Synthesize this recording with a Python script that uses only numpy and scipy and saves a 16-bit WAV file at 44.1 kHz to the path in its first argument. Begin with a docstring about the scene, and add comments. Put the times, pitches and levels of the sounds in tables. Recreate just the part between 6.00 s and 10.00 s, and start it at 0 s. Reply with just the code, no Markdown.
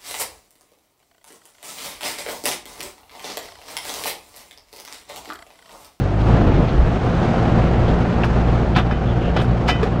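"""A compressor motor close by comes up to speed with one sag, humming under the rush of its fan.
In the first two seconds light gusts buffet the microphone and a hand brushes a sheet-metal cover.
From 2.2 s the cover is pressed shut on its outdoor wall box: it knocks on the rim, rubs and rings.
Near 3.7 s the latch snaps home; one more knock follows while the machine runs on."""
import sys
import numpy as np
from scipy import signal
from scipy.fft import irfft
from scipy.io import wavfile
from scipy.ndimage import uniform_filter1d

SR = 44100
rng = np.random.default_rng(int(sys.argv[2]) if len(sys.argv) > 2 else 0)


def digitize_waveform(pressure):
    """Quantize a signal to 16-bit integers and store it at the path in sys.argv[1].

    Rows of a 2-D input are taken as channels; values are limited to [-1, 1].
    """
    field = np.atleast_2d(pressure).T
    bounded = np.clip(field, -1, 1)
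    quanta = np.round(bounded * 32767).astype(np.int16)
    wavfile.write(sys.argv[1], SR, quanta)


N = 176400
TIME = np.arange(N) / SR


def amp(db):
    """Decibels to gain."""
    return 10 ** (np.asarray(db) / 20)


def unit(x):
    """Scales to rms 1."""
    return x / np.sqrt(np.mean(x ** 2) + 1e-20)


def eq_db(points, hz):
    """An EQ curve's level, read on a log-frequency axis."""
    f, db = np.transpose(points)
    return np.interp(np.log(hz + 1), np.log(f), db)


def curve(table, column=1):
    """One column of a time table at every sample."""
    table = np.array(table)
    return np.interp(TIME, table[:, 0], table[:, column])


def add(mix, start, sound):
    """Mixes a sound in at a time in seconds."""
    part = mix[max(round(start * SR), 0):][:len(sound)]
    part += sound[:len(part)]


def noise(gain, size=N):
    """Noise of rms 1 with the spectrum gain(hz)."""
    hz = np.fft.rfftfreq(size, 1 / SR) + 1
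    phases = np.exp(2j * np.pi * rng.random(len(hz)))
    return unit(irfft(gain(hz) * phases, size))


def drift(rate_hz):
    """Random wander of rms 1, up to about the given rate."""
    return noise(lambda f: np.exp(-((f - 1) / rate_hz) ** 2))


def flicker(depth_db, rate_hz):
    """A gain that wanders around 1."""
    return amp(depth_db * drift(rate_hz))


def bell(hz, centre_hz, octaves):
    """A smooth bump on a log-frequency axis."""
    return np.exp(-.5 * (np.log2(hz / centre_hz) / octaves) ** 2)


def fade(t, t60):
    """Free decay, 60 dB down after t60 seconds."""
    return np.exp(-np.log(1000) * t / t60)


def arch(start, length):
    """A swell that rises and falls once."""
    return np.sin(np.pi * np.clip((TIME - start) / length, 0, 1))


def wind():
    """Gusts buffet the microphone with a lumpy low rumble."""
    # The gusts. Each row: start in seconds, length in seconds, level in dB, upper edge in Hz.
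    gusts = [(0.23, 0.44, -19.5, 370), (0.578, 0.04, -14, 380), (0.645, 0.34, -16.5, 69),
             (1.784, 0.24, -21, 45.2)]
    out = np.zeros(N)
    for start, length, db, edge_hz in gusts:
        rumble = noise(lambda f: f / np.hypot(f, 25) / np.hypot(1, (f / edge_hz) ** 4.9))
        out += amp(db) * arch(start, length) * unit(rumble / flicker(depth_db=1, rate_hz=30))
    return out


def fan():
    """The fan's moving air: a low rush and a thin hiss, both slightly restless."""
    # Tone colours of the rush and the hiss. Each row: frequency in Hz, relative level in dB.
    rush_eq = [(15, -6), (30, 1), (90, 4), (170, 3.5), (270, -3), (500, -4.5), (620, -6.5), (740, -6),
               (980, -13), (1350, -14.5), (2000, -22.5), (3000, -27.5), (4500, -38.5), (8000, -60.5),
               (15000, -89)]
    hiss_eq = [(1000, -27.5), (2500, -1.5), (4000, 0), (6300, -5.5), (8000, -13), (10000, -22.5),
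               (12500, -32), (15500, -53.5)]
    # The airflow's swells. Each row: time in seconds, rush level in dB, hiss level in dB.
    levels = [(0, -23.5, -50), (.13, -23, -52), (.32, -17, -47), (.5, -18, -51), (.76, -20, -50),
              (1.05, -19.5, -48), (1.3, -17, -45.5), (1.65, -17.5, -49), (2.05, -19.5, -49),
              (2.5, -19, -49.5), (3.0, -22, -53), (3.55, -21, -52), (3.9, -20.5, -49.5), (4, -21, -58)]
    rush = noise(lambda f: amp(eq_db(rush_eq, f))) * amp(curve(levels))
    hiss = noise(lambda f: amp(eq_db(hiss_eq, f))) * amp(curve(levels, column=2))
    # Small patches of time and frequency swell and sink by about half a dB.
    frames = signal.stft(rush + hiss, nperseg=512)[2].T
    patches = uniform_filter1d(rng.standard_normal(frames.shape), size=10, axis=0)
    patches = unit(uniform_filter1d(patches, size=7, axis=1))
    air = signal.istft((frames * amp(.5 * patches)).T, nperseg=512)[1][:N]
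    return air * flicker(depth_db=1, rate_hz=46)


def tone(cycles):
    """A gently fluttering sine of rms about 1 that follows a running count of cycles."""
    sine = np.sqrt(2) * np.sin(2 * np.pi * (cycles + rng.random()))
    return sine * flicker(depth_db=.66, rate_hz=6.3)


def motor():
    """The compressor's shaft harmonics follow its speed and beat against the mains hum."""
    # The run-up. Each row: time in seconds, shaft speed in turns per second.
    speed = [(0, 45.4), (.15, 51), (.3, 57.7), (.5, 46), (.9, 57), (4, 59.1)]
    # Shaft overtones. Each row: multiple of the speed, level in dB before the gain rides.
    overtones = [(2, -25), (3, -26), (4, -31.5), (5, -46.5), (6, -34.5), (8, -40), (12, -39.5), (13, -41.5)]
    # Gain rides on the hum. Each row: time in seconds, level of the fundamental in dB,
    # gain of the second harmonic in dB, gain of the higher ones in dB.
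    rides = [(0, -25, 3, -2.5), (.4, -18, 5.5, -2), (.75, -23.5, -6, -13), (1.3, -35.5, -8, 1.5),
             (1.6, -19, 3.5, 1), (2.15, -26, -1.5, -1), (2.5, -17.5, -1, -0.5), (2.9, -23.5, -3, -4.5),
             (3.5, -21.5, -0.5, 0), (4, -27.5, -1.5, -5.5)]
    # Mains hum and fan blade tone. Each row: frequency in Hz, level in dB.
    steady_tones = [(120, -28), (129.5, -33), (240, -35.5)]
    waver = 1 + .0037 * drift(rate_hz=4.7)
    turns = np.cumsum(curve(speed) * waver) / SR
    out = amp(curve(rides)) * tone(turns)
    for multiple, db in overtones:
        ride_db = curve(rides, column=2 if multiple == 2 else 3)
        out += amp(db + ride_db) * tone(multiple * turns)
    return out + sum(amp(db) * tone(hz * TIME) for hz, db in steady_tones)


def grainy_swells():
    """Short swells of bright, grainy noise around the knocks, and a soft rustle near the microphone."""
    # The swells and the rustle. 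Each row: start in seconds, length in seconds, level in dB,
    # centre in Hz, width in octaves. The one at 2.744 s is a brief swell of bright noise leading
    # into the knock at 2.76 s; the other swells are skin and rim rubbing on the metal.
    swells = [(0.517, 0.083, -40, 2500, 0.64), (0.661, 0.06, -38.5, 2600, 0.56),
              (1.847, 0.081, -39.5, 2840, 0.45), (2.744, 0.046, -29.5, 2705, 0.5),
              (3.049, 0.09, -44.5, 3230, 0.13), (3.175, 0.15, -40, 2840, .18),
              (3.35, 0.081, -34.5, 3230, 0.25), (3.38, 0.086, -58, 7900, .35),
              (3.67, 0.054, -25.5, 2660, 0.64)]
    rustle = (.17, .18, -69, 9500, .35)
    grain = flicker(depth_db=2, rate_hz=310)
    out = np.zeros(N)
    for start, length, db, hz, octaves in swells + [rustle]:
        band = noise(lambda f: bell(f, hz, octaves))
        out += amp(db) * arch(start, length) * unit(band * grain)
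    return out


def ring(modes, t, beat_hz=25, beat_depth=.25):
    """Struck metal rings in decaying modes that waver as the loose parts shift."""
    onset_rms = np.sqrt(sum(amp(db) ** 2 for _, db, _ in modes) / 2)
    out = 0
    for hz, db, t60 in modes:
        phase, beat_phase, beat_spread = rng.random(3)
        beat = 1 + beat_depth * np.sin(2 * np.pi * (beat_hz * (.5 + beat_spread) * t + beat_phase))
        out = out + amp(db) * fade(t, t60) * beat * np.sin(2 * np.pi * (hz * t + phase))
    return out / onset_rms


def clack(level_db, tilt_db, knock_db, knock_hz, cover_db, latch_db, size=16384):
    """One contact: sheet clatter, its duller wall echo, a dead knock, and cover and latch ringing on."""
    # Tone colour of the sheet's dense clatter. Each row: frequency in Hz, relative level in dB.
    clatter_eq = [(100, -23), (500, 5.5), (750, 3.5), (1000, 9.5), (1400, 11), (3000, -9.5), (5000, -13.5),
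                  (7500, -26), (10500, -36.5), (12500, -38), (15500, -59)]
    # Modes of cover and latch. Each row: frequency in Hz, relative level in dB, t60 in seconds.
    cover_modes = [(738, 7, 0.17), (974, -5, 0.2), (1185, -2, 0.22), (1303, -2, 0.2), (1690, 2, 0.1),
                   (2355, 2.5, 0.1), (2490, 0, .1), (2630, -2, 0.09), (2920, -.5, .09), (3310, -4, 0.1),
                   (3595, -4, 0.14), (4075, -9, 0.11), (4680, -13, 0.13)]
    latch_modes = [(1455, -1, 0.25), (1793, -6, 0.3), (1986, 1.5, 0.28), (2487, 2.5, .23), (2568, -1, .17),
                   (2935, -5, .2), (3040, 1.5, 0.28), (3575, -7, 0.16), (3752, -17, .35), (4834, -12, 0.17),
                   (5305, -6.5, .13), (6150, -17, .1), (11700, -36, 0.11)]
    attack_s, wall_db, wall_edge_hz = .0022, -13, 8900
    t = np.arange(size) / SR
    colour = lambda f: amp(eq_db(clatter_eq, f) + tilt_db * np.log2(f / 2000))
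    clatter = noise(colour, size) * fade(t, t60=.1)
    echo = noise(lambda f: colour(f) / np.hypot(1, f / wall_edge_hz), size) * fade(t, t60=.22)
    knock_decay = fade(t, t60=.029 * np.sqrt(1000 / knock_hz))  # lower knocks last longer
    knock_band = noise(lambda f: bell(f, knock_hz, octaves=.23), size)
    knock = unit(knock_band * knock_decay) * np.sqrt(np.mean(knock_decay ** 2))
    ringing = amp(cover_db) * ring(cover_modes, t) + amp(latch_db) * ring(latch_modes, t)
    body = clatter + amp(wall_db) * echo + amp(knock_db) * knock + ringing
    return amp(level_db) * np.minimum(t / attack_s, 1) * body


def cover():
    """The cover hits the rim in quick clusters of contacts as it is pressed home."""
    # The contacts. Each row: start in seconds, level in dB, clatter tilt in dB per octave, knock in dB,
    # knock pitch in Hz, cover ring in dB, latch ring in dB. Knock and rings are relative to the clatter.
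    contacts = [(2.234, -25, -1, 11, 2338, -11, -23), (2.235, -22, -2.5, 9.5, 737.5, -5, -27),
                (2.237, -28, 0, 10, 1460, -10, -22), (2.243, -29, 5, 4, 2200, -8, -25),
                (2.761, -15.5, 0.5, 0, 1740, -0.5, -24), (2.764, -27, 2, 17, 210.6, -6, -20),
                (2.770, -25, 3, 11, 730, 0, -20), (2.780, -21, -3, 3, 1300, -4, -22),
                (2.785, -22.5, 1.5, 12, 2650, -0.5, -13), (2.784, -31, 0, 19, 190, -8, -20),
                (2.91, -28, -10, 11.5, 1480, -4.5, -5.5), (3.363, -21, 1.5, 13, 640, -3, -16.5),
                (3.367, -29, 0, 12, 1253, -3, -2), (3.399, -26, 0, 5, 1292, -12, -11),
                (3.415, -31.5, 5, 12, 694.3, -4, -14), (3.444, -33, 2, 8, 1300, -10, -23),
                (3.681, -22, 5, 3, 2500, -16, -8.5), (3.686, -18.5, 1.5, -3, 1820, 1, -12),
                (3.689, -25, 2, 12.5, 710, -2, -2), (3.703, -28, 5.5, 12, 397, -4, 3.5),
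                (3.829, -27.5, 4.5, 19.5, 463, 0, -20), (3.831, -32, 1, 13, 1350, -6, -14)]
    out = np.zeros(N)
    for start, *blow in contacts:
        add(out, start, clack(*blow))
    return out


def scene():
    """The cover in front of the running machine and the wind, in mono."""
    return (cover() + grainy_swells() + motor() + fan() + wind())[None]


def record(dry, ceiling=.85, edge_hz=15600):
    """A soft clip rounds off the highest peaks, then a low-pass trims the very top."""
    rounded = dry / (1 + (dry / ceiling) ** 8) ** (1 / 8)
    low_pass = signal.firwin(511, edge_hz, window=("kaiser", 9), fs=SR)
    return signal.oaconvolve(rounded, low_pass[None], "same")


dry = scene()
out = record(dry)
digitize_waveform(out)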